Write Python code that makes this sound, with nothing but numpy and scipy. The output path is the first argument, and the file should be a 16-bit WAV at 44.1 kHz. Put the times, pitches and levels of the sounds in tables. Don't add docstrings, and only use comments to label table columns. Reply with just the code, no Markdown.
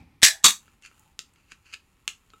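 import sys
import numpy as np
from scipy import signal
from scipy.io import wavfile
from scipy.ndimage import uniform_filter1d, minimum_filter1d

SR = 44100
rng = np.random.default_rng(int(sys.argv[2]) if len(sys.argv) > 2 else 0)


def master(y):
    cut = np.clip(np.atleast_2d(y).T, -1, 1)
    pcm = np.round(cut * 32767)
    wavfile.write(sys.argv[1], SR, pcm.astype(np.int16))


N = 105840
TIME = np.arange(N) / SR

# start in seconds, crackle in dB, decay time in seconds, lid ring in dB.
POP_SLIPS = [(.2186, -25, .0015, -44.5), (.2247, -19, .002, -30), (.2299, -7.5, .004, -6.5),
             (.2345, 3, .006, -16.5), (.2424, -12, .005, -22.5), (.2462, 3, .004, -24.5),
             (.2522, -3, .0015, -25), (.2632, -7.5, .002, -28.5), (.2712, -13.5, .002, -20.5),
             (.2825, -15, .005, -29), (.307, -35.5, .006, -30)]
TEAR_SLIPS = [(.429, -54.5, 0.0054, -61.5), (.4376, -38, .003, -39), (.440, -27, .003, -30.5),
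              (.4426, -2.5, .005, -27), (.4448, -11.5, .005, -8), (.4502, -4.5, .005, -14.5),
              (.4527, -1, .004, -17), (.458, -12.5, .004, -22), (.4625, -12.5, .004, -18),
              (.4655, -14, .003, -21.5), (.4675, -8.5, .0015, -13), (.481, -18, 0.018, -25),
              (.505, -19.5, .004, -42)]
# frequency in Hz, relative level in dB.
CLOSED_LID_MODES = [(1665, -2.5), (1743, 1.5), (1847, -7.5), (2056, -12.5), (2085, -7.5), (2337, -11),
                    (2461, -6.5), (3400, -1), (3765, -6.5), (3975, -2.5), (4808, -17.5), (5290, -2.5),
                    (5555, -14), (7990, 0)]
OPEN_LID_MODES = [(1060, -8.5), (1178, -6), (2720, -14.5), (3420, 0.5), (3585, -8.5), (3672, -5), (3761, 1),
                  (3811, -1.5), (4397, -11), (4505, -5), (5892, -14), (6492, -8.5), (6598, -10),
                  (8520, -13)]
# frequency in Hz, relative level in dB, T60 in seconds.
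TABLE_MODES = [(172, -5, .17), (195, -4, .13), (235, -1, .09), (365, 1, .09), (450, -4, .08),
               (660, -11, .07)]
TAB_MODES = [(436, -14, .14), (1300, 0, .048), (2864, -16, .04), (3700, -12, .05), (7197, -16, .04)]
# start in seconds, level in dB.
TABLE_KNOCKS = [(0.23, -37), (0.442, -31), (1.1909, -59.5), (1.5202, -63.5), (2.0786, -56.5)]
TAB_CLINKS = [(1.1915, -46), (2.336, -44)]
# start in seconds, level in dB, resonance in Hz, its height in dB,
# tilt in dB per octave.
TAB_CLICKS = [(.680, -32, 1420, 12, -9), (0.8239, -34.5, 7000, 0, 1), (0.8613, -27, 2680, -3, 0.5),
              (0.9141, -33.5, 1370, 7, -9.5), (0.9954, -34.5, 8000, 1, 16), (1.1917, -8.5, 4590, 11, 0.5),
              (1.337, -44, 9150, 12, 6), (1.360, -40.5, 3500, 1.5, -6), (1.5201, -24, 2370, -5, -6.5),
              (1.7378, -15, 2590, 26, 4.5), (1.742, -17.5, 4500, 13, -2.5), (2.0785, -0.5, 2550, 6, -1),
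              (2.303, -35, 4323, 12, -4.5), (2.335, -37, 2790, 18, -4)]
# peak time in seconds, level in dB, rise and fall times in seconds.
STROKES = [(.685, -64.5, .02, 0.0072), (0.836, -56, 0.0058, 0.0036), (0.853, -44.5, 0.0086, 0.013),
           (.93, -74, 0.034, 0.0082), (1.39, -70, 0.05, 0.043), (1.519, -40, 0.0013, 0.0044),
           (1.515, -56, 0.019, 0.016), (1.662, -59, 0.0068, 0.044), (1.70, -61, 0.031, .03),
           (1.733, -40, 0.005, .004), (1.741, -39, 0.0046, 0.0045)]
# time in seconds, level in dB.
FIZZ_ENVELOPE = [(0, -107), (.45, -99), (.55, -68), (.63, -68.5), (.72, -69), (.78, -78), (.92, -68.5),
                 (1.05, -67.5), (1.12, -76), (1.5, -74.5), (1.9, -75.5), (2.4, -71)]
RUMBLE_ENVELOPE = [(0, -47), (.035, -53), (.06, -58.5), (.12, -58), (.21, -66.5), (.4, -78), (.68, -65),
                   (.85, -73)]
# frequency in Hz, relative level in dB.
POP_SPECTRUM = [(30, -37), (500, -29.5), (750, -20), (930, -19.5), (1100, -7), (1350, -8.5), (1750, 5),
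                (2400, -3), (3600, 4.5), (5500, 4), (8100, -0.5), (9300, -6), (10500, -3.5), (13000, -13.5),
                (16000, -19.5)]
TEAR_SPECTRUM = [(30, -39), (110, -42), (210, -10.5), (700, -22.5), (1150, -3.5), (1500, -6), (2700, -3.5),
                 (3100, -8), (3700, 1), (5000, -7.5), (6500, 3), (8300, 0), (10000, -9.5), (13000, -12.5),
                 (16000, -22.5)]
CAVITY_SPECTRUM = [(100, -45.5), (540, -25.5), (655, 1.5), (720, -11.5), (800, 1), (900, -9), (1200, -24.5),
                   (1750, 4), (2200, -11.5), (4000, -30), (16000, -62)]
CLICK_SPECTRUM = [(40, -33), (190, -35), (350, -18.5), (650, -24.5), (1000, -20.5), (1350, -2.5),
                  (1900, -4.5), (2400, -1.5), (3300, 1), (4000, -5.5), (5500, -6), (7000, 1.5), (9000, -11),
                  (12500, -20.5), (16000, -28.5)]
SCRAPE_SPECTRUM = [(100, -21), (600, -16.5), (1000, -11.5), (1350, 6.5), (2000, 0), (2700, 12.5),
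                   (3600, -11.5), (4600, 4), (5400, -9), (6500, 1), (8000, -10), (11000, -17), (16000, -44)]
FIZZ_SPECTRUM = [(300, -16), (1300, 6.5), (2100, -6), (2700, 5), (3400, -5), (5600, -8.5), (6500, -5),
                 (7000, 3.5), (7700, -4), (12000, -8.5), (16000, -15)]
RUMBLE_SPECTRUM = [(30, -16.5), (80, 8.5), (130, -2), (280, -1.5), (380, -16.5), (680, -25), (780, -10.5),
                   (1100, -24), (1900, -25), (2400, -14), (2800, -31.5), (5000, -32.5), (15000, -54)]
ROOM_TONE_SPECTRUM = [(15, -28.5), (25, 9), (190, -2.5), (242, -9.5), (363, -7), (734, -21.5), (818, -11.5),
                      (1330, -13), (1650, -23), (1790, -13.5), (2610, -15.5), (4250, -22.5), (6740, -28.5),
                      (12500, -26.5), (16000, -36.5)]
# frequency in Hz, T60 in seconds.
ROOM_T60 = [(100, .3), (400, 0.13), (1000, 0.18), (2700, 0.16), (7000, 0.18), (15000, 0.19)]


def lid_crack(slips, spectrum, modes, t60_s=.055, cutoff_hz=700):
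    crackle, ringing = np.zeros(N), np.zeros(N)
    t = TIME[:SR // 10]
    for start, crackle_db, decay_s, ring_db in slips:
        add(crackle, start, amp(crackle_db) * np.exp(-t / decay_s) * rng.standard_normal(len(t)))
        for hz, mode_db in modes:
            add(ringing, start, amp(ring_db) * rng.choice([-1, 1]) * ring([(hz, mode_db, t60_s)]))
    radiation = signal.butter(2, cutoff_hz, "high", fs=SR, output="sos")
    return colour(crackle, spectrum) + signal.sosfilt(radiation, ringing)


def gas_puff(at_s=.2316, width_s=.00027, pulse_db=-9.5, cavity_db=-33.5, t60_s=.41):
    out = amp(pulse_db) * np.exp(-((TIME - at_s) / width_s) ** 2)
    dying_noise = rng.standard_normal(N) * decay(TIME, t60_s)
    add(out, at_s, amp(cavity_db) * colour(dying_noise, CAVITY_SPECTRUM))
    return out


def tab_clicks(chatter_db=-3, chatter_peak_s=.00065, width_octaves=.33):
    out, t = np.zeros(N), TIME[:SR // 50]
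    for start, db, centre_hz, peak_db, tilt_db in TAB_CLICKS:
        def emphasis_db(hz):
            octaves = np.log2(np.maximum(hz, 500) / centre_hz)
            return peak_db * np.exp(-(octaves / width_octaves) ** 2) + tilt_db * octaves

        chatter = rng.standard_normal(len(t)) * t * np.exp(-t / chatter_peak_s)
        force = (t == 0) + amp(chatter_db) * chatter / np.linalg.norm(chatter)
        tick = impulse_response(CLICK_SPECTRUM, emphasis_db)
        add(out, start, amp(db) * signal.fftconvolve(force, tick))
    return out


def struck_body(strikes, modes):
    out = np.zeros(N)
    for start, db in strikes:
        add(out, start, amp(db) * ring(modes))
    return out


def finger_scrapes(slips_per_s=4400):
    pressure = sum(amp(db) * np.exp(-np.maximum((peak_s - TIME) / rise_s, (TIME - peak_s) / fall_s))
                   for peak_s, db, rise_s, fall_s in STROKES)
    slipping = rng.random(N) < slips_per_s / SR
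    slips = slipping * rng.choice([-1, 1], N) * random_gains(spread_db=4.5)
    return colour(pressure * unit_rms(slips), SCRAPE_SPECTRUM)


def fizz(bubbles_per_s=5000):
    bursting = rng.random(N) < bubbles_per_s / SR
    bubbles = bursting * rng.standard_normal(N) * random_gains(spread_db=4)
    return colour(unit_rms(bubbles) * envelope(FIZZ_ENVELOPE), FIZZ_SPECTRUM)


def whistle(start_s=.94, length_s=.23, from_hz=880, to_hz=825, db=-69, blur_s=.0089):
    progress = np.clip((TIME - start_s) / length_s, 0, 1)
    swell = np.sqrt(np.abs(np.sin(np.pi * progress)))
    waver = unit_rms(uniform_filter1d(rng.standard_normal(N), round(blur_s * SR)))
    hz = from_hz + (to_hz - from_hz) * progress
    return amp(db) * waver * swell * np.sin(2 * np.pi * np.cumsum(hz) / SR)


def background(room_tone_db=-67):
    rumble = colour(rng.standard_normal(N), RUMBLE_SPECTRUM) * envelope(RUMBLE_ENVELOPE)
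    return rumble + amp(room_tone_db) * colour(rng.standard_normal(N), ROOM_TONE_SPECTRUM)


def room(x, wet_db, gap_s=.001, build_s=.004):
    hz, t, bands = signal.stft(rng.standard_normal(SR // 2), SR, nperseg=256)
    tail = signal.istft(bands * decay(t, value_at(ROOM_T60, hz)[:, None]), SR, nperseg=256)[1]
    tail *= np.clip((TIME[:len(tail)] - gap_s) / build_s, 0, 1)
    return x + amp(wet_db) * signal.fftconvolve(x, tail / np.linalg.norm(tail))[:N]


def ring(modes):
    t = TIME[:SR // 4]
    return sum(amp(db) * decay(t, t60_s) * np.sin(2 * np.pi * hz * t) for hz, db, t60_s in modes)


def impulse_response(spectrum, emphasis_db=lambda hz: 0, size=4096):
    hz = np.abs(np.fft.fftfreq(size, 1 / SR))
    log_gain = np.log(amp(value_at(spectrum, hz) + emphasis_db(hz)))
    transfer = np.exp(np.conj(signal.hilbert(log_gain)))
    response = np.fft.ifft(transfer).real[:size // 2]
    return response / np.linalg.norm(response)


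def colour(x, spectrum):
    return signal.fftconvolve(x, impulse_response(spectrum))[:len(x)]


def value_at(curve, hz):
    knots_hz, values = np.transpose(curve)
    return np.interp(np.log(hz + 1), np.log(knots_hz + 1), values)


def envelope(points):
    return amp(np.interp(TIME, *np.transpose(points)))


def decay(t, t60_s):
    return np.exp(-np.log(1000) * t / t60_s)


def random_gains(spread_db):
    return amp(spread_db * np.minimum(rng.exponential(1, N), 4))


def add(mix, start_s, sound):
    part = mix[round(start_s * SR):][:len(sound)]
    part += sound[:len(part)]


def amp(db):
    return 10 ** (np.asarray(db) / 20)


def unit_rms(x):
    return x / np.sqrt(np.mean(x ** 2) + 1e-20)


def scene():
    pop = lid_crack(POP_SLIPS, POP_SPECTRUM, CLOSED_LID_MODES)
    tear = lid_crack(TEAR_SLIPS, TEAR_SPECTRUM, OPEN_LID_MODES)
    small_sounds = tab_clicks() + struck_body(TAB_CLINKS, TAB_MODES) + finger_scrapes() + fizz()
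    reverberant = room(pop + tear, wet_db=-9) + room(small_sounds, wet_db=-7.5)
    thumps = gas_puff() + struck_body(TABLE_KNOCKS, TABLE_MODES)
    return (reverberant + thumps + whistle() + background())[None]


def record(dry, ceiling=1, limiter_s=.001, cutoff_hz=16000):
    size = round(limiter_s * SR)
    needed_gain = np.minimum(1, ceiling / (np.abs(dry) + 1e-9))
    gain = uniform_filter1d(minimum_filter1d(needed_gain, 2 * size), size)
    lowpass = signal.firwin(511, cutoff_hz, window=("kaiser", 9), fs=SR)
    return signal.oaconvolve(dry * gain, lowpass[None], "same")


dry = scene()
out = record(dry)
master(out)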